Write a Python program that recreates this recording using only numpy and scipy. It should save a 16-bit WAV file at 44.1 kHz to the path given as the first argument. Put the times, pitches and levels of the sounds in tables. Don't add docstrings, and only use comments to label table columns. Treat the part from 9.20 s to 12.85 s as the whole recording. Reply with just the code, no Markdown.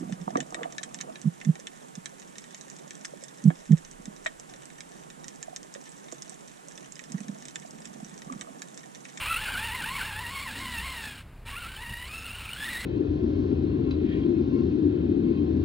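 import sys
import numpy as np
from scipy import signal
from scipy.fft import rfft, irfft
from scipy.io import wavfile
from scipy.ndimage import map_coordinates

SR = 44100
rng = np.random.default_rng(int(sys.argv[2]) if len(sys.argv) > 2 else 0)


def store_pcm(level_fs):
    pcm = np.round(np.clip(level_fs, -1, 1) * 32767).astype(np.int16)
    wavfile.write(sys.argv[1], SR, np.atleast_2d(pcm).T)


N = 160965
T = np.arange(N) / SR

# (time [s], whine gain [dB], chatter gain [dB], tyre gain [dB])
EFFORT = [(0.0, -45, -34.5, -40), (0.06, -38, -30.5, -47), (0.11, -32.5, -39.5, -39.5),
          (0.19, -37, -35.5, -44.5), (0.28, -37.5, -34, -42), (0.37, -32.5, -38.5, -38.5),
          (0.41, -37.5, -36, -38.5), (0.5, -35, -35.5, -47), (0.58, -36.5, -39, -38.5),
          (0.66, -36, -39.5, -42), (0.78, -36, -37, -40.5), (0.84, -40.5, -37, -38), (0.93, -39, -42, -45),
          (1.07, -40.5, -44.5, -41.5), (1.16, -36, -40.5, -42.5), (1.24, -38, -44.5, -40.5),
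          (1.36, -43.5, -45, -38.5), (1.47, -38.5, -42.5, -41), (1.6, -38.5, -41.5, -41.5),
          (1.75, -40, -41, -41.5), (1.88, -41.5, -47.5, -40), (2.01, -56, -48.5, -52),
          (2.05, -76, -69, -69), (2.246, -82, -77, -76), (2.256, -58, -50, -51), (2.285, -47, -40, -43.5),
          (2.37, -42.5, -49, -46.5), (2.45, -45.5, -43, -46), (2.52, -51, -44.5, -47),
          (2.6, -42.5, -48.5, -47.5), (2.8, -42, -49.5, -50.5), (2.88, -45.5, -46, -48),
          (2.96, -47, -50.5, -43.5), (3.1, -47.5, -45.5, -45.5), (3.24, -50, -42, -47),
          (3.35, -44.5, -46, -43), (3.42, -32.5, -42, -43), (3.52, -31, -38.5, -40), (3.6, -28, -45, -40),
          (3.65, -37, -39.5, -39)]


def undb(db):
    return 10 ** (np.asarray(db) / 20)


def unit(x):
    return x / np.sqrt(np.mean(x ** 2))


def curve(table, column=1):
    rows = np.array(table)
    return np.interp(T, rows[:, 0], rows[:, column])


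def wander(per_s):
    return unit(map_coordinates(rng.standard_normal(N // 4), [T * per_s + 5], order=3, mode="wrap"))


def colour(x, points):
    hz, db = np.array(points, float).T
    f = np.maximum(np.fft.rfftfreq(2 * N, 1 / SR), 1)
    bass_cut = np.minimum(f / hz[0], 1) ** 2
    return irfft(rfft(x, 2 * N) * bass_cut * undb(np.interp(np.log(f), np.log(hz), db)))[:N]


def noise(points):
    return unit(colour(rng.standard_normal(N), points))


def gear_whine(tooth_hz, teeth, rasp_hz=2500, pivot_hz=1820, shelf_hz=3200, small_gear_teeth=14):
    # (multiple of the tooth rate, relative level [dB])
    harmonics = [(1.0, -3), (2.0, 1), (3.0, -6), (4.0, -2.5), (5.0, -8.5), (6.0, -5.5)]
    # (time [s], ratio of rasp to clean tone at rasp_hz)
    roughness = [(0, .5), (.15, 0.49), (.3, 0.8), (.5, 0.44), (.75, 0.6), (.85, 0.85), (1.1, 0.44),
                 (1.3, 0.59), (1.55, 0.38), (1.9, 0.45), (2.35, 0.54), (2.7, .4), (3.0, 0.66), (3.35, 0.65),
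                 (3.5, 0.32), (3.65, 0.33)]
    # (time [s], tilt [dB per octave])
    brightness = [(0, 5.5), (.17, 5.5), (.24, 3), (.36, -3), (.46, 0), (.66, -0.5), (.76, -3), (.9, -2),
                  (1.2, 1.5), (1.7, 4), (2.35, 1.5), (2.48, -0.5), (2.62, 2.5), (3.0, 6.5), (3.33, 0.5),
                  (3.42, 0.5), (3.65, -7)]
    # (frequency [Hz], gain [dB])
    body_colour = [(450.0, -12), (760.0, -19.5), (870.0, -2), (1060.0, 1), (1180.0, -0.5), (1360.0, 3),
                   (1600.0, 1), (1900.0, 0), (2150.0, -4), (2380.0, 3), (2650.0, 2.5), (2950.0, -3),
                   (3200.0, -3), (3900.0, -14), (4400.0, -9), (5000.0, -9.5), (5900.0, -25)]
    tone = 0
    for k, db in harmonics:
        rasp = curve(roughness) * np.sqrt(k * tooth_hz / rasp_hz)
        shake = (wander(418.4) + 1j * wander(418.4)) / np.sqrt(2)
        smear = (1 + rasp * shake) / np.hypot(1, rasp)
        harmonic = np.real(smear * np.exp(2j * np.pi * (k * teeth + rng.random())))
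        tilt_db = curve(brightness) * np.log2(np.minimum(k * tooth_hz, shelf_hz) / pivot_hz)
        flutter_db = 2.5 * wander(129.9)
        tone += undb(db + tilt_db + flutter_db) * harmonic
    tone *= 1 + 0.24 * np.sin(2 * np.pi * teeth / small_gear_teeth)
    return plastic_body(colour(tone, body_colour) * undb(curve(EFFORT, column=1) - 1.5))


def gear_chatter(teeth):
    # (frequency [Hz], gain [dB])
    scrape_colour = [(450.0, -14.5), (760.0, -14), (870.0, -6), (1060.0, -8.5), (1180.0, -4.5),
                     (1360.0, -4.5), (1600.0, -3.5), (1900.0, -8), (2150.0, -4.5), (2380.0, 2),
                     (2650.0, -2), (2950.0, 1), (3200.0, -6), (3900.0, -13), (4400.0, -13.5), (5000.0, -18),
                     (5900.0, -26.5)]
    bursts = 1 + 0.45 * np.cos(2 * np.pi * teeth)
    scrape = rng.standard_normal(N) * bursts * undb(0.4 * wander(300))
    return unit(plastic_body(colour(scrape, scrape_colour))) * undb(curve(EFFORT, column=2) - 1.5)


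def plastic_body(x):
    # (frequency [Hz], width [Hz], relative level [dB])
    resonances = [(881, 15, 0.5), (1045, 70, -2), (1358, 77, -5.5), (1899, 67, -10), (2130, 50, -1),
                  (2510, 38, -50), (2745, 96, 1.5), (2907, 106, -3), (3470, 37, -7), (3897, 53, 5.5),
                  (4200, 220, -1.5), (5370, 130, 5)]
    out = x
    for hz, width, db in resonances:
        ringing = signal.lfilter(*signal.iirpeak(hz, hz / width, fs=SR), x)
        out = out + undb(db - 2) * ringing
    return out


def tyres(grains_per_s=5000, size_spread_db=2):
    # (frequency [Hz], gain [dB])
    sand_colour = [(450.0, -8), (1000.0, -5), (2000.0, 1), (2800.0, -7), (3600.0, 2), (4400.0, 0),
                   (4950.0, -8), (5350.0, -3.5), (5900.0, -15)]
    sizes = undb(size_spread_db * np.minimum(rng.exponential(size=N), 4)) * rng.standard_normal(N)
    grains = sizes * (rng.random(N) < grains_per_s / SR)
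    sand = unit(colour(grains, sand_colour)) * undb(-3.5 + 1.35 * wander(120))
    rumble = noise([(120, -6), (245, 2.5), (330, -8.5), (700, -23), (3000, -57)])
    rumble *= undb(-11.5 + 2 * wander(7.3))
    return (sand + rumble) * undb(curve(EFFORT, column=3))


def far_engine(fade_db_per_s=1.9, swell_db=4):
    # (frequency [Hz], level before fade and swell [dB])
    harmonics = [(32.6, -49.5), (65.3, -47), (98, -51), (131, -61), (165, -60)]
    wavering_time = np.cumsum(1 + 0.0217 * wander(9)) / SR
    drone = 0
    for hz, db in harmonics:
        level = undb(db - fade_db_per_s * T + swell_db * wander(5.008))
        drone += level * np.sqrt(2) * np.sin(2 * np.pi * (hz * wavering_time + rng.random()))
    return drone


def air():
    # (frequency [Hz], gain [dB])
    air_colour = [(20, -11), (55, 5), (110, -4), (200, -8.5), (300, -14), (500, -17.5), (1000, -20.5),
                  (2800, -25.5), (3300, -32), (5000, -35), (5900, -44)]
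    return noise(air_colour) * undb(-48.5 + 1.3 * wander(6.4))


def faint_stereo_hush():
    # (frequency [Hz], gain [dB])
    hush_colour = [(30, -2), (330, 9), (900, -1), (2500, -43)]
    return undb(-83) * np.array([noise(hush_colour) for _ in range(2)])


def wind(width_s=0.016):
    # (time [s], level [dB])
    puffs = [(.09, -48), (.23, -45), (1.6, -36), (1.68, -44), (2.715, -37.5)]
    swells = sum(undb(db) * np.exp(-((T - at) / width_s) ** 2 / 2) for at, db in puffs)
    return swells * noise([(35, 4), (65, 2.5), (180, -5.5), (320, -27), (1500, -46.5)])


def pings(rise_s=0.0019):
    # (time [s], pitch [Hz], peak level [dB])
    bumps = [(0.11, 1335, -23.5), (2.288, 940, -35), (2.564, 3005, -32.5), (3.29, 2390, -30.5),
             (3.332, 2993, -29)]
    out = 0
    for start, hz, db in bumps:
        age = np.maximum(T - start, 0)
        envelope = age / rise_s * np.exp(1 - age / rise_s)
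        out += undb(db) * envelope * np.sin(2 * np.pi * hz * age)
    return out


def scene():
    # (time [s], tooth rate [Hz])
    gear_speed = [(0, 551.6), (0.04, 500), (0.07, 637), (0.11, 677), (0.14, 630), (0.17, 677.3),
                  (0.22, 876.4), (0.25, 854.3), (0.28, 752.4), (0.31, 810.4), (0.36, 710), (0.39, 788),
                  (0.41, 874), (0.47, 950), (0.5, 880), (0.55, 1024), (0.6, 931), (0.63, 720), (0.655, 870),
                  (0.68, 903.5), (0.71, 1068), (0.77, 1111), (0.815, 729.4), (0.87, 935), (0.92, 821),
                  (0.99, 880), (1.02, 983), (1.06, 921), (1.1, 1003), (1.12, 1120), (1.19, 1057),
                  (1.235, 1152), (1.31, 792), (1.35, 961), (1.37, 928), (1.41, 1060), (1.45, 1060),
                  (1.48, 986), (1.55, 958), (1.58, 906.5), (1.62, 952), (1.65, 1090), (1.72, 1033),
                  (1.8, 918.4), (1.89, 830), (2.02, 785), (2.26, 453.7), (2.29, 467), (2.315, 562.6),
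                  (2.355, 571), (2.37, 694.6), (2.41, 748), (2.45, 653.6), (2.51, 776), (2.55, 777),
                  (2.59, 889), (2.63, 982), (2.66, 922.4), (2.72, 955), (2.76, 938), (2.81, 989),
                  (2.85, 994), (2.89, 1195), (2.92, 1240), (2.955, 1342), (3.02, 1288), (3.055, 1411),
                  (3.09, 1288), (3.18, 1502), (3.22, 1278), (3.29, 1287), (3.32, 1444), (3.35, 1416),
                  (3.38, 1666), (3.4, 1618), (3.42, 1842), (3.435, 1680), (3.46, 1966), (3.485, 1802),
                  (3.51, 2020), (3.555, 1829), (3.6, 2020), (3.65, 1996)]
    wheel_slip = 0.016 * wander(109.97)
    uneven_teeth = 0.0156 * wander(894)
    tooth_hz = curve(gear_speed) * (1 + wheel_slip + uneven_teeth)
    teeth = np.cumsum(tooth_hz) / SR
    gears = gear_whine(tooth_hz, teeth) + gear_chatter(teeth)
    jolts = undb(wander(79.7))
    truck = gears * jolts + tyres() + pings()
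    return truck + far_engine() + air() + wind() + faint_stereo_hush()


def record(dry, hold_hz=12000, top_hz=15800):
    f = np.fft.rfftfreq(N, 1 / SR)
    narrow = irfft(rfft(dry) * (f < hold_hz / 2), N)
    mirrored = narrow * (1 + 2 * np.cos(2 * np.pi * hold_hz * T))
    treble_loss = np.sinc(f / hold_hz) * undb(-0.9 * f / hold_hz)
    held = irfft(rfft(mirrored) * treble_loss, N)
    grit = undb(-10) * np.gradient(narrow, axis=1) * rng.standard_normal(N)
    hiss = undb(-74) * rng.standard_normal((2, N))
    top_cut = signal.ellip(12, .2, 80, top_hz, fs=SR, output="sos")
    return signal.sosfilt(top_cut, held + grit + hiss)


dry = scene()
out = record(dry)
store_pcm(out)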